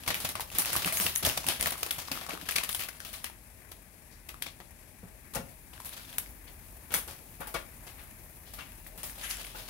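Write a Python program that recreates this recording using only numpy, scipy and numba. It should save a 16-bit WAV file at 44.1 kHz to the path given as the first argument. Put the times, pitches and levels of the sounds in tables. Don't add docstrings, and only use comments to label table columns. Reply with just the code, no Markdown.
import sys
import numpy as np
from scipy import signal
from scipy.fft import rfft, irfft, next_fast_len
from scipy.io import wavfile
from scipy.ndimage import uniform_filter1d
from numba import njit

SR = 44100
rng = np.random.default_rng(int(sys.argv[2]) if len(sys.argv) > 2 else 0)


def volts_from_db(level):
    exponent = np.asarray(level, float) / 20
    return 10 ** exponent


def bounce(signal):
    frames = np.transpose(np.atleast_2d(signal))
    limited = np.clip(frames, -1, 1)
    pcm = np.round(limited * 32767).astype(np.int16)
    wavfile.write(sys.argv[1], SR, pcm)


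N = 427329
PAD = next_fast_len(N)
HZ = np.maximum(np.fft.rfftfreq(PAD, 1 / SR), 1)
TIME = np.arange(N) / SR


def on_hz(table):
    hz, value = np.array(table).T
    return np.interp(np.log(HZ), np.log(hz), value)


def unit(x):
    return x / np.sqrt(np.mean(np.mean(x, axis=0) ** 2))


# (frequency [Hz], correlation [-1 to 1])
PORT_LIKENESS = [(60, 0.85), (300, 0.92), (800, 0.65), (2000, 0.079), (5000, 0.027)]


def pair(left, right, db, side_db=0):
    like = np.clip(on_hz(PORT_LIKENESS), 0, 1)
    a, b = rfft(left, PAD), rfft(right, PAD)
    b = like * a + np.sqrt(1 - like ** 2) * b
    both = np.array([a * volts_from_db(db + side_db / 2), b * volts_from_db(db - side_db / 2)])
    return irfft(both, PAD)[:, :N]


def noise_pair():
    return rng.standard_normal((2, N))


def band_db(lo_hz, hi_hz):
    return -10 * np.log10((1 + (lo_hz / HZ) ** 6) * (1 + (HZ / hi_hz) ** 6))


def resonance_db(modes):
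    return sum(db / (1 + (2 * (HZ - hz) / width_hz) ** 2) for hz, width_hz, db in modes)


def bandpass(x, order, lo_hz, hi_hz):
    return signal.sosfilt(signal.butter(order, [lo_hz, hi_hz], "band", fs=SR, output="sos"), x)


@njit
def svf(x, hz, width):
    y, band, low = np.empty(len(x)), 0., 0.
    for i in range(len(x)):
        g, k = np.tan(np.pi * hz[i] / SR), width[i] / hz[i]
        v = (band + g * (x[i] - low)) / (1 + g * (g + k))
        band, low, y[i] = 2 * v - band, low + 2 * g * v, k * v
    return y


def fade(x, tau_s):
    return signal.lfilter([1], [1, -np.exp(-1 / (tau_s * SR))], x)


def walk(rate):
    k = int(SR / rate)
    held = np.repeat(rng.standard_normal(N // k + 1), k)
    return 0.91 * uniform_filter1d(uniform_filter1d(held, k), k)[:N]


def sparks(rate, spread_db, tau_s):
    at = rng.integers(0, N, int(rate * N / SR))
    power = np.zeros(N)
    power[at] = volts_from_db(2 * spread_db * np.minimum(rng.exponential(size=len(at)), 3))
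    power = fade(power, tau_s)
    return power / power.mean()


# (time [s], level [dB], half length [s])
BURNER_SWELLS = [(4.25, -53, 0.13), (6.45, -52.5, 0.28), (8.85, -52, 0.27), (9.45, -49, .3)]


def burner_throb():
    throb_hz = 44 * (1 + 0.051 * walk(4))
    swell = sum(volts_from_db(db) * np.exp(-((TIME - s) / half_s) ** 2) for s, db, half_s in BURNER_SWELLS)
    return np.sin(2 * np.pi * np.cumsum(throb_hz) / SR) * swell


# (frequency [Hz], level [dB per Hz])
POT_COLOUR = [(25, 3.5), (50, 2), (110, -9), (250, -14), (450, -22.5), (1000, -26.5), (1330, -32),
              (1700, -25.5), (2500, -26), (2950, -33.5), (7600, -34), (9200, -34), (10000, -25.5),
              (11800, -27)]


def flame(view):
    rumble = pair(*noise_pair(), on_hz(POT_COLOUR) + band_db(35.5, 100), 0.99)
    return unit(rumble) * volts_from_db(-59.5 + 3 * view + 1.5 * walk(2.86))


# (frequency [Hz], left minus right [dB])
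POT_LEAN = [(60, 10.5), (110, 1.5), (200, 7), (380, 9), (700, 15.5), (1290, 16), (2380, 15.5), (4400, 13),
            (8120, 17.5), (15000, 1.5)]
# (frequency [Hz], width [Hz], level [dB])
POT_RING = [(633, 21, 7.5), (870, 47, 2.5)]
# (frequency [Hz], width [Hz], level [dB])
GAS_JETS = [(8480, 260, 7), (9950, 200, 6), (11650, 250, 5)]


def simmer_and_steam(view):
    fizz = np.sqrt(0.68 + 0.28 * sparks(320, 5.6, 0.0058))
    colour = on_hz(POT_COLOUR) + resonance_db(POT_RING) + band_db(70.3, SR)
    colour -= 5 * np.clip(HZ / 4000 - 2.95, 0, 1)
    hiss = unit(pair(*(fizz * noise_pair()), colour, on_hz(POT_LEAN)))
    jets = irfft(rfft(hiss, PAD) * (volts_from_db(resonance_db(GAS_JETS)) - 1), PAD)[:, :N]
    hiss = hiss + jets * np.clip(1.1 - view, 0, 1)
    hiss = hiss * volts_from_db(0.5 + 2.5 * view + 0.6 * walk(9))
    for lo_hz, hi_hz in (300, 900), (900, 2700):
        patch = bandpass(hiss, 2, lo_hz, hi_hz)
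        hiss = hiss + patch * (volts_from_db(2.2 * walk(16)) - 1)
    steam = unit(bandpass(fizz * noise_pair(), 3, 9500, 15500))
    steam_db = -69 + 9.5 * view + np.array([[2.1], [-2.1]])
    return hiss * volts_from_db(-57) + steam * volts_from_db(steam_db)


# (time [s], open view [0-1])
POT_VIEW = [(0, 0.6), (3.3, 0.15), (4.3, 0.05), (5.6, .5), (6.3, 0.84), (7.5, 0.9), (8.4, 0.9), (8.9, 0.9),
            (9.69, 0.8)]


def pot():
    view = np.interp(TIME, *np.transpose(POT_VIEW))
    return simmer_and_steam(view) + flame(view) + burner_throb()


def kitchen(x, t60=0.34, treble_t60=0.21, wet_db=-9):
    t = np.arange(SR // 2) / SR
    noise = rng.standard_normal((2, len(t)))
    dull = signal.lfilter([.3], [1, -.7], noise)
    tail = dull * 1000 ** (-t / t60) + (noise - dull) * 1000 ** (-t / treble_t60)
    tail *= 1 - np.exp(-t / 0.0033)
    tail /= np.sqrt(np.sum(tail ** 2, axis=1, keepdims=True))
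    return x + volts_from_db(wet_db) * signal.oaconvolve(x, tail, axes=1)[:, :N]


# (time [s], peak level [dB], pitch [Hz])
SOFT_THUDS = [(0.073, -29, 105), (0.243, -40, 204), (0.537, -35.5, 78.5), (0.76, -30, 128),
              (0.853, -29, 155.5), (0.864, -32, 278), (0.999, -33.5, 204), (1.048, -36.5, 297),
              (1.235, -28.5, 149), (1.272, -27, 105), (1.456, -40, 149), (1.597, -36, 71.5),
              (2.11, -35, 272), (2.33, -37, 295), (2.422, -39.5, 294), (5.0293, -35.5, 199),
              (5.046, -41, 188), (5.355, -30, 218), (5.368, -32, 112), (5.39, -31, 218), (5.41, -38, 171),
              (5.438, -39, 110), (7.398, -41, 151), (7.54, -45, 199), (7.787, -39, 82.6)]


def thuds():
    out, t = np.zeros(N + SR), TIME[:SR // 3]
    modes = [(1.008, 1.44, 97), (0.586, 0.81, 89), (2.29, 0.53, 160), (2.5, 0.36, 93)]  # ratio, size, damping [1/s]
    for s, db, hz in SOFT_THUDS:
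        ring = sum(size * np.sin(2 * np.pi * ratio * hz * t) * np.exp(-t * damp) for ratio, size, damp in modes)
        start = int(s * SR)
        out[start:start + len(t)] += volts_from_db(db) * ring * (1 - np.exp(-t / 0.0054))
    return out[:N]


# (time [s], peak level [dB], rattle length [s], favoured pitch [Hz])
POT_KNOCKS = [(5.343, -40, 0.0065, 900), (5.355, -27.5, 0.0092, 745), (5.366, -28.5, 0.0076, 1400),
              (5.392, -43, 0.0079, 2300), (5.405, -41, .01, 600), (6.907, -38, 0.009, 1300),
              (6.941, -26, 0.01, 2200), (7.079, -40, .008, 800), (7.404, -34, 0.0055, 600),
              (7.416, -33.5, 0.014, 1300), (7.472, -35.5, 0.012, 900), (7.543, -25.5, 0.0071, 1200),
              (7.553, -32, .008, 560), (8.584, -47, .008, 1500), (8.606, -37, .008, 2300),
              (9.547, -35.5, .01, 1430)]
# (frequency [Hz], level [dB], t60 [s])
POT_WALL = [(558, -2, 0.097), (693, -2, 0.083), (866, 0.5, 0.055), (1200, -3, 0.041), (1440, 4, 0.033),
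            (1910, -6, 0.062), (2260, -2, 0.08), (2720, 1, 0.042), (3350, -1, 0.036)]


def knocks():
    out, t = np.zeros((2, N + SR)), TIME[:SR // 4]
    fall_db = 9.5
    for s, db, rattle_s, spot_hz in POT_KNOCKS:
        lean_db, turn = 2.4 * rng.standard_normal((2, len(POT_WALL)))
        ring = 0
        for (hz, size_db, t60), luck_db, u in zip(POT_WALL, lean_db, turn):
            mode_db = size_db + luck_db - fall_db * abs(np.log2(hz / spot_hz))
            phase = np.array([[0], [0.59 * u]])
            ring = ring + volts_from_db(mode_db) * np.sin(2 * np.pi * hz * t + phase) * 1000 ** (-t / t60)
        rattle = rng.standard_normal((1, 1200)) ** 3 * np.exp(-TIME[:1200] / rattle_s)
        hit = signal.oaconvolve(ring, rattle, axes=1)[:, :len(t)]
        start = int(s * SR)
        out[:, start:start + len(t)] += volts_from_db(db) * hit / np.abs(hit).max()
    return out[:, :N]


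# (time of peak [s], level [dB], centre [Hz], fall [s])
FILM_SLIDES = [(1.18, -34, 11400, 0.014), (2.32, -53, 910, 0.065), (4.13, -64.5, 4700, 0.051),
               (4.43, -46, 3400, 0.018), (4.48, -55, 3850, .02), (5.04, -59.5, 594, 0.034),
               (5.37, -43.5, 680, 0.022), (5.985, -55, 2460, 0.026), (6.481, -54, 2200, 0.019),
               (7.421, -45, 1190, 0.035), (7.562, -40, 1440, 0.024), (8.0, -54.5, 1760, 0.048),
               (8.6, -50.5, 1870, 0.047), (8.48, -58, 3400, 0.046), (9.102, -46, 10000, 0.0098),
               (9.245, -42, 2180, 0.043), (9.248, -44, 10400, 0.052), (9.31, -40, 10700, 0.032),
               (9.315, -44, 2730, 0.045), (9.24, -46.5, 6050, 0.032), (9.31, -43.5, 5560, 0.035),
               (9.3, -44, 14000, .03), (9.46, -51, 10000, 0.02)]
# (time of peak [s], level [dB])
AIR_HUMS = [
    (.93, -43),
    (7.56, -47),
]
# (time of peak [s], level [dB], pitch [Hz], fall [s], width [Hz])
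EDGE_WHISTLES = [
    (.975, -41, 6600, 0.017, 300),
    (1.172, -35, 11000, 0.014, 1100),
]


def slides():
    grain = np.sqrt(.5 + .5 * sparks(440, 1.9, 0.012))
    noise = noise_pair() + .5 * rng.standard_normal(N)
    hums = [(s, db, 657, 0.028, 62) for s, db in AIR_HUMS]
    rubs = [(s, db, hz, fall_s, min(1.46 * hz, 4070)) for s, db, hz, fall_s in FILM_SLIDES]
    out = np.zeros((2, N))
    for s, db, hz, fall_s, width_hz in hums + rubs + EDGE_WHISTLES:
        rise_s = 0.41 * fall_s
        near = slice(int((s - .12) * SR), int((s + .25) * SR))
        t = TIME[near]
        centre, width = hz + 0 * t, width_hz + 0 * t
        rub = [svf(svf(side[near], centre, width), centre, width) for side in noise]
        swell = np.exp(-np.where(t < s, ((s - t) / rise_s) ** 2, (t - s) / fall_s))
        out[:, near] += unit(np.array(rub)) * volts_from_db(db) * swell
    return out * grain


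# (time [s], peak
# level [dB], ring [Hz])
POPS_AND_PRICKS = [(0.0781, -20, 2210), (0.104, -18.5, 1930), (0.1445, -18.5, 2320), (0.354, -22, 1070),
                   (0.397, -22.5, 910), (0.7541, -19, 1130), (0.847, -14.5, 2700), (0.8755, -21, 1260),
                   (1.066, -14, 2870), (1.25, -12, 3440), (1.6592, -17, 1900), (1.9085, -16.5, 3430),
                   (2.084, -28.5, 1100), (2.1167, -21, 4800), (2.1743, -27, 1250), (2.265, -30, 1200),
                   (2.308, -26, 2310), (2.4128, -32, 1610), (2.49, -20, 1660), (2.562, -14.5, 2400),
                   (2.5839, -17, 2400), (2.6915, -24, 3520), (2.7482, -22.5, 3450), (3.0029, -28.5, 1570),
                   (4.292, -33.5, 2510), (4.343, -34, 1200), (4.4239, -24, 3270), (4.4662, -28.5, 2400),
                   (4.602, -36, 1860), (5.802, -33.5, 990), (1.044, -29, 10000), (1.6261, -15.5, 9600),
                   (1.6275, -30, 2600), (1.722, -31, 4550), (2.336, -31.5, 417), (2.2922, -35, 604),
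                   (2.612, -29.5, 990), (4.422, -28, 1920), (6.129, -36, 3350), (8.72, -37, 10500),
                   (9.16, -53, 10500), (9.37, -32, 7560),
                   (0.0629, -35, 2410), (0.152, -26, 2400), (0.25, -31, 2020), (0.2906, -26, 3980),
                    (0.502, -31, 2630), (0.551, -33, 1160), (0.6496, -22, 2590), (0.7296, -29, 2700),
                    (0.83, -27, 3040), (0.9237, -24, 2200), (0.971, -23, 2260), (1.1599, -14.5, 6400),
                    (1.229, -35, 2190), (1.265, -16, 6200), (1.271, -19, 620), (1.2978, -16.5, 2870),
                    (1.3314, -36, 2620), (1.3774, -28, 2250), (1.443, -28, 990), (1.4657, -24, 2750),
                    (1.597, -33, 3530), (1.6265, -28, 2050), (1.721, -29, 1150), (1.755, -30, 1140),
                    (1.9625, -33, 3050), (1.989, -31, 1020), (2.155, -32, 1270), (2.212, -31, 3740),
                    (2.2942, -24.5, 1160), (2.318, -31, 1380), (2.3342, -30, 2540), (2.3514, -33, 1170),
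                    (2.3754, -33, 1190), (2.5224, -26, 2500), (2.635, -33, 2500), (2.7272, -32, 3490),
                    (2.7952, -32, 2540), (2.8347, -32, 2550), (3.299, -38, 880), (5.736, -38.5, 3000),
                    (5.7787, -39, 1640), (5.9274, -40, 1570), (5.9783, -36, 1490), (6.2615, -37, 2180),
                    (5.8925, -28, 10500), (8.5892, -32.5, 1230), (8.608, -37, 2450), (8.8652, -37, 1920),
                    (9.097, -36, 1760), (9.2229, -41, 3340), (9.311, -24, 4760), (9.4485, -33, 2220)]
# (time [s], peak level [dB], ring [Hz])
CREASE_PRICKS = [(0.255, -26, 10900), (0.077, -25, 12400), (0.1042, -30, 10300), (0.1438, -16, 11300),
                 (0.2473, -22, 10200), (0.2912, -27, 9840), (0.3545, -28, 10100), (0.5952, -18, 13000),
                 (0.406, -24, 11300), (0.55, -28, 9050), (0.5852, -13.5, 12100), (0.6578, -16, 12300),
                 (0.7312, -19.5, 9700), (0.7638, -14, 10200), (0.846, -21, 10100), (0.8599, -19, 10000),
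                 (0.9254, -32, 13200), (0.972, -19, 12900), (1.0002, -14, 13700), (1.1596, -18, 10900),
                 (1.2306, -23, 10400), (1.25, -17, 14800), (1.271, -24, 9770), (1.29, -16, 9650),
                 (1.373, -25, 11200), (0.62, -19, 12500), (1.4681, -22, 12200), (1.4868, -10.5, 9940),
                 (1.5968, -32, 10700), (1.6103, -12.5, 9620), (1.659, -25, 9770), (1.6708, -16, 13600),
                 (1.706, -21, 10500), (1.8315, -13, 14200), (1.863, -26, 10200), (1.9123, -15, 12600),
                 (1.7092, -19, 9500), (2.488, -28, 10600), (2.51, -18, 13000), (2.557, -19, 11800),
                 (2.5657, -13.5, 10200), (2.6372, -19.5, 10400), (2.6952, -27, 10100), (2.729, -21, 10500),
                 (2.8858, -35, 13500), (3.2438, -22.5, 10250), (3.714, -43, 10300), (4.29, -32, 11600),
                 (4.4249, -21, 10800), (0.769, -19, 10000), (5.355, -26, 11300), (5.8012, -41, 9600),
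                 (5.8478, -38, 13300), (6.1833, -12.5, 11200), (6.947, -20, 6200), (6.9407, -14.5, 10250),
                 (7.4714, -39, 11300), (7.5428, -37, 11700), (8.54, -37, 10200), (9.032, -24.5, 9640)]


def stray_crackles(grip_db, count=900, end_s=9.45):
    at, size = rng.random((count, 2)).T
    at = (at * end_s * SR).astype(int)
    slack_db = np.maximum(-49 - grip_db[at], 0)
    jolts = np.zeros(N)
    jolts[at] = volts_from_db(grip_db[at] + 4.5 - 28 * size - 2 * slack_db)
    rings = [(k / SR, 20 * np.log10(jolts[k]) + 4, 1100 * 11.9 ** u) for k, u in zip(at, rng.random(count))]
    return jolts, rings


def cracks(film, grip_db):
    out, t = np.zeros((2, N + SR)), TIME[:SR // 40]
    jolts, strays = stray_crackles(grip_db)
    rings = strays + POPS_AND_PRICKS + CREASE_PRICKS
    for (s, db, hz), (turn, scatter) in zip(rings, rng.random((len(rings), 2))):
        cycles = turn + np.array([[0], [0.11 + 0.24 * scatter]])
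        ring = np.cos(2 * np.pi * (hz * t + cycles)) * np.exp(-t / (0.00071 + 1.04 / hz))
        ring *= 1 - np.exp(-t / .0001)
        start = int(s * SR)
        out[:, start:start + len(t)] += volts_from_db(db) * ring
        jolts[start] = volts_from_db(db - 15.0)
    return out[:, :N] + film * fade(jolts, 0.001)


def avalanches(s, length, chance, db, tau_s, first_db, fizz_db, count=14):
    late = length[:, None] * 3 * chance[:, :count]
    size_db = db[:, None] - 4 * late / length[:, None] - 18 * chance[:, count:]
    late[:, 0], size_db[:, 0] = 0, db + first_db
    power = np.zeros(N + SR)
    np.add.at(power, ((s[:, None] + late) * SR).astype(int), volts_from_db(2 * size_db))
    power, t = fade(power, tau_s), TIME[:SR // 6]
    for start, level_db, run_s in zip((s * SR).astype(int), db + fizz_db, length):
        power[start:start + len(t)] += volts_from_db(2 * level_db) * np.exp(-t / run_s) * (1 - np.exp(-t / 0.003))
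    return power[:N]


def beyond(total_db, quiet_db):
    return np.maximum(volts_from_db(2 * total_db) - volts_from_db(2 * quiet_db), 0)


# (time [s], peak level [dB], body share 1.2-7.5 kHz [dB], avalanche length [s])
GRAB_SNAPS = [(0.063, -30.5, -1, 0.014), (0.0764, -15.5, -2, 0.0081), (0.1038, -16.5, 0, 0.0086),
              (0.150, -22.5, -4, 0.02), (0.202, -24.5, -5.5, 0.026), (0.2482, -19, -1.5, 0.0095),
              (0.2894, -22, -4, 0.011), (0.354, -28, 0, 0.015), (0.4055, -22.5, -4, 0.0099),
              (0.516, -31, -2, 0.023), (0.551, -25, -3.5, 0.044), (0.585, -13, -8.5, 0.016),
              (0.657, -25.5, -1, 0.041), (0.7308, -18.5, -11, 0.018), (0.763, -15.5, -5, 0.0089),
              (0.852, -26, -3, 0.022), (0.859, -17.5, -4.5, 0.0087), (0.925, -19, -10, 0.079),
              (0.9722, -21, -16, 0.039), (1.008, -16.5, -6.5, 0.033), (1.061, -18.5, -2, 0.0078)]
SWING_SNAPS = [(1.154, -18, -31, 0.003), (1.226, -22.5, -2, 0.015), (1.25, -14, -3.5, 0.024),
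               (1.3744, -15.5, -2, 0.0032), (1.466, -19.5, -5, 0.016), (1.484, -17, -2.5, 0.022),
               (1.598, -28, -1, 0.014), (1.607, -24, -13, 0.0099), (1.627, -20.5, -3.5, 0.014),
               (1.661, -20, 0.5, 0.0086), (1.669, -17.5, -8, 0.0075), (1.721, -22, -2.5, 0.008),
               (1.7789, -29, -7, 0.012), (1.808, -31, -6, 0.011), (1.8293, -24, -1, 0.0039),
               (1.863, -25.5, -1.5, 0.0044), (1.909, -23.5, -7.5, 0.018), (1.983, -24, -3, 0.015),
               (2.115, -22.5, -3, 0.016), (2.162, -28.5, -2, 0.012), (2.213, -30.5, -1, 0.015),
               (2.265, -37, -2, 0.0061), (2.288, -30.5, 3, 0.016)]
TAUT_SNAPS = [(2.487, -21, -1, 0.0073), (2.514, -23, -6.5, 0.011), (2.558, -19.5, -1.5, 0.016),
              (2.58, -23, 1, 0.0092), (2.634, -20.5, -3.5, 0.0077), (2.691, -20, -4, 0.0079),
              (2.715, -25.5, -19, 0.035), (2.747, -21, -6, 0.008), (2.792, -25.5, -3, 0.0092),
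              (2.803, -21.5, -3.5, 0.011), (2.835, -25, -4.5, 0.0066), (2.886, -27.5, -3, 0.0052),
              (3.002, -38.5, -1, 0.027), (3.049, -30, -4.5, 0.026), (3.13, -28.5, -4.5, 0.024),
              (3.242, -26, -3, 0.013)]
EMPTY_SNAPS = [(3.716, -33.5, -4.5, 0.0052), (4.287, -30.5, -4, 0.0096), (4.422, -26, -9, 0.006),
               (4.462, -32.5, 0, 0.01), (4.602, -43, 6.5, 0.0086), (5.336, -32, -6, 0.022),
               (5.349, -22, -5, 0.012), (5.73, -44.5, 1, 0.027), (5.803, -37, -8, 0.012),
               (5.847, -33, -12, 0.0077), (5.856, -28.5, -12, 0.015), (6.127, -39, -5, 0.014),
               (6.1823, -20, -13, 0.007)]
LAID_SNAPS = [(6.905, -36.5, 2, 0.013), (6.919, -26, -4.5, 0.014), (6.9395, -13.5, -8.5, 0.018),
              (7.077, -31, -4, 0.025), (7.406, -31, -11, 0.0076), (7.472, -29.5, -9.5, 0.018),
              (7.5413, -25, -3, 0.013), (7.867, -36, -2, 0.021), (8.536, -32, -7.5, 0.017),
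              (8.585, -40, 1, 0.028), (8.868, -34, -10.5, 0.0071), (8.977, -32, -5, 0.021),
              (9.035, -25.5, -8, 0.028), (9.18, -36, -3, 0.022), (9.554, -34.5, -3.5, 0.06)]
# (level [dB]); slack film booms, taut film does not
BELLY_OF_GESTURE = [
    -14,
    -13,
    -20,
    -13,
    -12,
]
RUSTLE_LEVELS = [
    -8.5,
    0.56,
    -2,
]


def snaps_and_rustle(grip_db):
    gestures = GRAB_SNAPS, SWING_SNAPS, TAUT_SNAPS, EMPTY_SNAPS, LAID_SNAPS
    at, peak_db, share_db, length = np.concatenate(gestures).T
    chance = rng.random((len(at), 28))
    snaps = at, np.clip(length, .002, .1), chance
    belly = np.repeat(BELLY_OF_GESTURE, [len(g) for g in gestures]) + share_db - 0.079 * (peak_db + 17.5)
    belly = peak_db + belly
    body = peak_db + np.minimum(share_db, 0)
    top = peak_db + 10 * np.log10(np.clip(1 - volts_from_db(2 * share_db), .03, 1))
    grain = 0.017 + 0.2 * sparks(380, 7.2, 0.0066)
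    belly_rustle, body_rustle, top_rustle = (grip_db + db for db in RUSTLE_LEVELS)
    powers = [avalanches(*snaps, belly - 3.0, 0.002, 0.96, -4.5) + beyond(belly_rustle, -66.5) * grain,
              avalanches(*snaps, body - 8, 0.0011, -20.0, -6) + beyond(body_rustle, -51.0) * grain,
              avalanches(*snaps, top - 9, 0.0012, 0.85, -6.0) + beyond(top_rustle, -63.0) * grain]
    return powers, at, chance


# (frequency [Hz], level [dB per Hz])
FILM_COLOUR = [(29, -45), (50, -6), (85, 9), (423, -10.5), (637, -4.5), (935, -6.5), (1220, -5),
               (1340, -6.5), (2690, -5), (7730, -10.5), (9820, -4.5), (15500, -5.5)]
# (low edge [Hz], high edge [Hz])
FILM_REGIONS = [
    (300, 1200),
    (1200, 7500),
    (7500, 17000),
]


def film_noise(at, chance):
    films = [unit(pair(*noise_pair(), on_hz(FILM_COLOUR) + band_db(lo, hi))) for lo, hi in FILM_REGIONS]
    latest = np.maximum(np.searchsorted(at, TIME) - 1, 0)
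    panel_hz = (1500 * 4.6 ** chance[:, 0])[latest]
    crease_hz = (8000 * 2.02 ** chance[:, 1])[latest]
    for region, hz, width, gain in (1, panel_hz, 0.59, 0.5), (2, crease_hz, 0.52, 0.49):
        ring = np.array([svf(side, hz, width * hz) for side in films[region]])
        films[region] = unit(films[region] + gain * ring)
    return films


# (time [s], squeeze level [dB], left minus right [dB])
HAND_GRIP = [(0.0, -47, 3.5), (0.21, -54, 2), (0.47, -51, 4), (0.75, -35, 2.5), (1.1, -40.5, 4.5),
             (1.35, -43, 3.5), (2.45, -47.5, 7), (2.7, -46.5, 7.5), (3.4, -57, 9), (4.8, -64.5, 7.5),
             (5.72, -55, 7.5), (5.99, -45.5, 5), (6.45, -55, 7), (7.15, -52, 6.5), (8.23, -53, 7.5),
             (8.97, -63, 7.5), (9.23, -45, 5.5), (9.69, -47, 5.5)]


def packet():
    s, *columns = np.transpose(HAND_GRIP)
    grip_db, pan_db = (np.interp(TIME, s, c) for c in columns)
    powers, at, chance = snaps_and_rustle(grip_db)
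    films = film_noise(at, chance)
    belly, body, top = (film * np.sqrt(power) for film, power in zip(films, powers))
    handling = unit(pair(*noise_pair(), on_hz(FILM_COLOUR) + band_db(78, 700)))
    push = np.sqrt(np.abs(uniform_filter1d(powers[0], SR // 50)))
    bass = handling * push * volts_from_db(-4.0) + thuds()
    close = belly + slides() + cracks(films[1] + films[2], grip_db) + knocks()
    lean = np.array([pan_db, -pan_db]) / 2
    out = body * volts_from_db(lean) + close * volts_from_db(1.02 * lean) + top * volts_from_db(0.54 * lean)
    return out + bass * volts_from_db(1.6 * (lean - np.array([[3.3], [-3.3]])))


def scene():
    return kitchen(packet()) + pot()


def band_limit(x):
    return signal.sosfilt(signal.butter(12, 16980, fs=SR, output="sos"), x)


def record(dry):
    dry = signal.sosfilt(signal.butter(3, 33, "high", fs=SR, output="sos"), dry)
    edge = signal.sosfilt(signal.butter(2, 11000, "high", fs=SR, output="sos"), dry)
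    dry = dry + np.array([[-.2], [.2]]) * edge
    mix = signal.sosfilt(signal.ellip(12, .2, 55, 15780, fs=SR, output="sos"), dry)
    return band_limit(mix)


dry = scene()
out = record(dry)
bounce(out)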